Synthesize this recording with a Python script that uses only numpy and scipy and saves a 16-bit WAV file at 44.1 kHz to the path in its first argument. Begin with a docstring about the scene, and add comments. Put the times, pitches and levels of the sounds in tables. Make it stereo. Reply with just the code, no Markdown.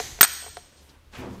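"""Over a wavering low hum, room hiss and the dying echo of an earlier clatter, wood is knocked at once.
The steel jaws of a press tool then clack and bounce as it is put down in a bare, echoing room:
decaying modes plus a noise crack. Faint knocks on wood and brushes of rustle, as filtered noise, follow.
Last, something soft rubs close to the microphone: random grains of friction noise in five bands."""
import sys
import numpy as np
from scipy import signal
from scipy.fft import rfft, irfft
from scipy.io import wavfile
from scipy.ndimage import uniform_filter1d

SR = 44100
rng = np.random.default_rng(int(sys.argv[2]) if len(sys.argv) > 2 else 0)


def invert_db(level):
    """Linear amplitude ratio for a level in decibels (20 dB per decade), elementwise."""
    return 10 ** (np.asarray(level, dtype=float) / 20)


def wav_record(signal):
    """Record a signal, one row per channel, as 16-bit PCM in the file named by sys.argv[1]."""
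    frames = np.transpose(np.atleast_2d(signal))
    bounded = np.clip(frames, -1, 1)
    # unit amplitude maps onto the largest positive 16-bit level
    quanta = np.round(bounded * 32767).astype(np.int16)
    wavfile.write(sys.argv[1], SR, quanta)


N = 61740  # samples, 1.4 s


def colour(x, points):
    """Spectral shaping: gain is interpolated in dB over log frequency between (Hz, dB) points."""
    p = np.array(points, float)
    f = np.arange(len(x) // 2 + 1) * SR / len(x) + 1
    gain_db = np.interp(np.log(f), np.log(p[:, 0]), p[:, 1])
    return irfft(rfft(x) * invert_db(gain_db), len(x))


def unit(x):
    """Normalisation to an rms of 1."""
    return x / np.sqrt(np.mean(x ** 2))


def band(x, lo_hz, hi_hz):
    """Band-pass filtering, with the result at an rms of 1."""
    edges_hz = [lo_hz, min(hi_hz, 0.45 * SR)]
    sos = signal.butter(2, edges_hz, "band", fs=SR, output="sos")
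    return unit(signal.sosfilt(sos, x))


def fade(t, t60):
    """Exponential decay: 60 dB in t60 seconds, from t = 0."""
    return 1000. ** (-np.maximum(t, 0) / t60)


def walk(rate):
    """Slow random modulation: levels 1 / rate seconds apart, joined by straight slopes; rms 1."""
    k = int(SR / rate)
    steps = np.repeat(rng.standard_normal(N // k + 1), k)
    return unit(uniform_filter1d(steps, k)[:N])


def follow(t, points):
    """Level envelope: amplitude along straight lines in dB between (s, dB) points."""
    p = np.array(points)
    return invert_db(np.interp(t, p[:, 0], p[:, 1]))


def add(out, s, x):
    """Superposition: mix x in from s seconds."""
    i = int(s * SR)
    out[i:i + len(x)] += x[:len(out) - i]


def background():
    """Shaped noise whose level rises and falls, as hum and hiss; a diffuse echo decays exponentially."""
    # hum level: (time [s], level [dB])
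    hum_level = [(0.0, -43), (0.058, -47), (0.096, -53.5), (0.116, -41.5), (0.284, -56.5), (0.478, -58),
                 (0.494, -51), (0.522, -56.5), (0.942, -60.5), (0.966, -53.5), (1.162, -49.5), (1.184, -42),
                 (1.344, -49), (1.4, -42.5)]
    # hum spectrum: (frequency [Hz], level [dB])
    hum_colour = [(20, -15.5), (45, 0), (60, -9), (74, 9), (92, -12), (118, -7), (150, -20), (200, -46.5)]
    # room hiss level: (time [s], level [dB])
    hiss_level = [(0, -56.5), (.7, -58.5), (0.781, -58), (.93, -57.5), (1.0, -62.5), (1.1, -61), (1.4, -54)]
    # room hiss spectrum: (frequency [Hz], level [dB])
    hiss_colour = [(59, -29), (100, -2), (173, -5.5), (589, -8.5), (640, -13.5), (774, -12), (2090, -17),
                   (3180, -17), (12600, -33), (15500, -33)]
    # spectrum of the earlier clatter's echo: (frequency [Hz], level [dB])
    echo_colour = [(120, -40.5), (200, -6.5), (358, -4.5), (407, -8.5), (653, -10.5), (702, -5.5),
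                   (1260, -13.5), (1880, -5.5), (2800, -9), (4260, -5.5), (5590, -9), (6130, 0),
                   (9310, -17), (13900, -18), (15500, -30.5)]
    echo_db, echo_t60_s = -33.5, 0.75

    t = np.arange(N) / SR
    hum = unit(colour(rng.standard_normal(N), hum_colour)) * follow(t, hum_level)
    hiss = unit(colour(rng.standard_normal(N), hiss_colour)) * follow(t, hiss_level)
    echo = unit(colour(rng.standard_normal(N), echo_colour)) * invert_db(echo_db) * fade(t, echo_t60_s)
    return hum + hiss + echo


def knocks():
    """Impact excitation: short pushes tick and ring a wooden board; longer contact is duller."""
    # modes of the board: (frequency [Hz], level [dB], decay time t60 [s])
    wood = [(435.7, -4, 0.054), (718, 0, .055), (1010, -8.5, 0.048), (1564, -10, 0.015), (2650, -12, 0.015),
            (4280, -12.5, .015)]
    # knocks: (time [s], level [dB], contact time [s])
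    hits = [(.0003, -20.5, 0.00016), (0.189, -36, 0.00017), (.424, -40, 0.00071), (.44, -39.5, 0.00032),
            (.45, -46, 0.00035), (0.4629, -33, 0.000266), (.479, -37, .0005), (.5695, -31.5, 0.00011),
            (.5751, -34.5, 0.00046)]
    tick_db, tick_t60_s = -3.5, 0.023

    out, t = np.zeros(N), np.arange(SR // 5) / SR
    for s, db, contact in hits:
        detune = 1 + 0.01 * rng.standard_normal(len(wood))
        ring = np.zeros(len(t))
        for j, ((hz, mode_db, t60), k) in enumerate(zip(wood, detune)):
            # a mode faster than the contact is weakly driven
            drive = invert_db(mode_db) / (1 + (2 * np.pi * hz * contact) ** 2) ** 0.5
            ring += (-1) ** j * drive * np.sin(2 * np.pi * hz * k * t) * fade(t, t60)
        tick = band(rng.standard_normal(len(t)), 500, 0.5 / contact) * fade(t, tick_t60_s)
        add(out, s, invert_db(db) * (ring + invert_db(tick_db) * tick))
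    return out


def jaws():
    """Modal synthesis: each clack cracks and rings the steel, heavily damped once its free time ends."""
    # modes of the jaws: (frequency [Hz], level [dB], decay time t60 [s], group)
    # group, cut to an integer, picks the clack's level: 0 body, 1 upper body, 2 mid ring, 3 or -1 high ring;
    # its square slows the swell, and above 1 the phase runs on from clack to clack
    steel = [(420, -11.5, .02, 3), (740, -6, 0.021, 0.5), (1430, -5, .03, -0.5), (1524, -3, .045, 0),
             (1720, -7, 0.07, 1.5), (2257, -8, 0.031, 1), (2475, -10.5, 0.015, 1), (3542, -6, .016, 1.5),
             (4470, -4, .02, -1), (5890, -2.5, 0.022, 3), (6570, 1.5, 0.033, 1), (6750, -3.5, 0.017, 1),
             (8175, 2, 0.18, 1.5), (8287, 0, .06, 2.5), (8700, -11.5, .06, 2.5), (13960, 3.5, 0.16, 3)]
    # clacks: (time [s], body [dB], upper body [dB], mid ring [dB], high ring [dB], free ringing time [s])
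    clacks = [(0.2096, -6, -24.5, -10, -1, 0.0077), (0.2158, -17.5, -16.5, -27, -19.5, 0.01),
              (0.2299, -12.5, -13.5, -7.5, -19, 0.0059), (0.2346, -27.5, -20.5, -24.5, -25.5, 0.0059),
              (0.239, -20, -29, -13.5, -19, 0.0054), (0.2445, -21.5, -31.5, -19.5, -27.5, .004),
              (0.2487, -23.5, -30.5, -34, -29, .005)]
    # spectrum of the crack: (frequency [Hz], level [dB])
    crack_colour = [(100, -49.5), (200, -15.5), (600, -11.5), (1000, -5.5), (1500, -6.5), (3500, -5),
                    (6700, -12), (9000, -15), (14300, -19.5), (15800, -36)]
    crack_db, crack_t60_s = 8.5, 0.014  # level relative to the body
    seated_t60_s, swell_s = 0.008, 0.00022
    body_detune = 0.025  # each contact point shifts the phase-reset modes a little

    out, t = np.zeros(N), np.arange(SR // 5) / SR
    for s, *group_db, free in clacks:
        scatter = rng.standard_normal(len(steel))
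        ring = np.zeros(len(t))
        for (hz, db, t60, g), c in zip(steel, scatter):
            mode_t = t + s if g > 1 else t * (1 + body_detune * c)
            swell = 1 - np.exp(-t / (swell_s * g ** 2 + 1e-5))
            level = invert_db(db + group_db[int(g)] + c)
            ring += level * np.sin(2 * np.pi * hz * mode_t) * fade(t, t60) * swell
        crack = unit(colour(rng.standard_normal(len(t)), crack_colour)) * fade(t, crack_t60_s)
        add(out, s, ring * fade(t - free, seated_t60_s) + invert_db(group_db[0] + crack_db) * crack)
    return out


def room(x):
    """Reverberation by convolution: quick near reflections and a diffuse tail decaying band by band."""
    # reverberation time: (frequency [Hz], t60 [s])
    tail_t60 = [(200, .45), (1000, 0.61), (3000, 0.87), (8000, 0.94), (11000, 0.7), (14000, 0.62)]
    # spectrum of the tail: (frequency [Hz], level [dB])
    tail_colour = [(100, -12), (600, -2), (1500, -2), (3500, 2), (7000, 1), (8200, 0), (11000, -1),
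                   (14200, -5), (14500, -40)]
    tail_db, build_s = -20.5, 0.034
    early_db, early_t60_s = -15, 0.07  # reflections from the floor and nearby things

    t, r = np.arange(N) / SR, np.array(tail_t60)
    tail = np.zeros(N)
    for hz in 125 * 2. ** (np.arange(15) / 2):  # half-octave bands
        t60 = np.interp(np.log(hz), np.log(r[:, 0]), r[:, 1])
        noise = band(rng.standard_normal(N), hz / 2 ** 0.29, hz * 2 ** 0.21)
        tail += noise * hz ** 0.5 * fade(t, t60)  # the root evens out the density over frequency
    tail = colour(tail, tail_colour) * (1 - np.exp(-t / build_s))
    early = rng.standard_normal(N) * fade(t, early_t60_s)
    response = invert_db(tail_db) * unit(tail) + invert_db(early_db) * unit(early)
    return signal.fftconvolve(x, response / np.sqrt(N))[:N]


def brushes():
    """Amplitude-shaped noise: octave-wide puffs of rustle that swell and fade."""
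    # faint brushes: (time [s], level [dB], time to the peak [s], centre frequency [Hz])
    puffs = [(.575, -60, 0.01, 8600), (0.762, -59.5, 0.023, 4930), (0.799, -67, 0.051, 10150),
             (0.888, -55, .007, 4370), (0.928, -62, 0.024, 1220), (1.17, -58, 0.0141, 12900)]

    t, out = np.arange(N) / SR, np.zeros(N)
    for s, db, rise, hz in puffs:
        age = np.maximum(t - s, 0) / rise
        rustle = band(rng.standard_normal(N), hz / 2 ** 0.5, hz * 2 ** 0.5)
        out += invert_db(db) * rustle * age * np.exp(1 - age)
    return out


def rub():
    """Friction noise: dense uneven grains thump through low resonances and swish in the bands above."""
    # rub: (time [s], then the level [dB] of each band of bands_hz in turn)
    strokes = [(1.116, -71, -75, -84, -71.5, -78), (1.136, -50, -49.5, -48, -54, -72),
               (1.156, -57, -49.5, -47.5, -55, -69.5), (1.19, -39.5, -50, -44, -56, -67),
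               (1.235, -39.5, -41, -51, -58.5, -80), (1.274, -40, -45, -59, -66, -82),
               (1.324, -39, -50.5, -62, -63.5, -70), (1.348, -43, -51.5, -62.5, -60, -67.5),
               (1.4, -48.5, -60.5, -65.5, -66.5, -73.5)]
    # low resonances: (frequency [Hz], width [Hz], level [dB])
    resonances = [(120, 31, 0.5), (198, 24, 2.5), (258, 18, -0.5), (355, 50, -1), (470, 50, -3.5)]
    # bands: (lower edge [Hz], upper edge [Hz])
    bands_hz = [(150, 500), (500, 1200), (1200, 3000), (3000, 7500), (9500, 15000)]
    grains_per_s, grain_db, flutter_db = 2500, 2, 1.2

    t, c = np.arange(N) / SR, np.array(strokes)
    struck = rng.random(N) < grains_per_s / SR
    grains = 0.8 + struck * invert_db(grain_db * rng.exponential(size=N))
    layers = [band(grains * rng.standard_normal(N), lo, hi) for lo, hi in bands_hz]
    friction = grains * rng.standard_normal(N)
    thump = sum(invert_db(db) * band(friction, hz - w / 2, hz + w / 2) for hz, w, db in resonances)
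    layers[0] = unit(thump + 0.5 * layers[0])
    out = np.zeros(N)
    for k, layer in enumerate(layers):
        stroke_db = np.interp(t, c[:, 0], c[:, k + 1], left=-99)
        out += layer * invert_db(stroke_db + flutter_db * walk(60))
    return out


def scene():
    """Superposition at one microphone: direct sound, reverberation of the hits, and background."""
    # the hits are thin below 280 Hz
    high_pass = signal.butter(2, 280, "high", fs=SR, output="sos")
    hits = signal.sosfilt(high_pass, jaws() + knocks())
    mono = hits + room(hits) + brushes() + rub() + background()
    return np.array([mono, mono])


def band_limit(x):
    """A steep low-pass at the top of the band."""
    return signal.sosfilt(signal.butter(12, 15900, fs=SR, output="sos"), x)


def record(dry):
    """Band limiting and soft saturation: the top is cut and the loudest peaks are rounded."""
    top_hz, ceiling = 15300, 0.95  # ceiling as a share of full scale
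    dull = signal.sosfilt(signal.butter(8, top_hz, fs=SR, output="sos"), dry)
    mix = ceiling * np.tanh(dull / ceiling)
    return band_limit(mix)


dry = scene()
out = record(dry)
wav_record(out)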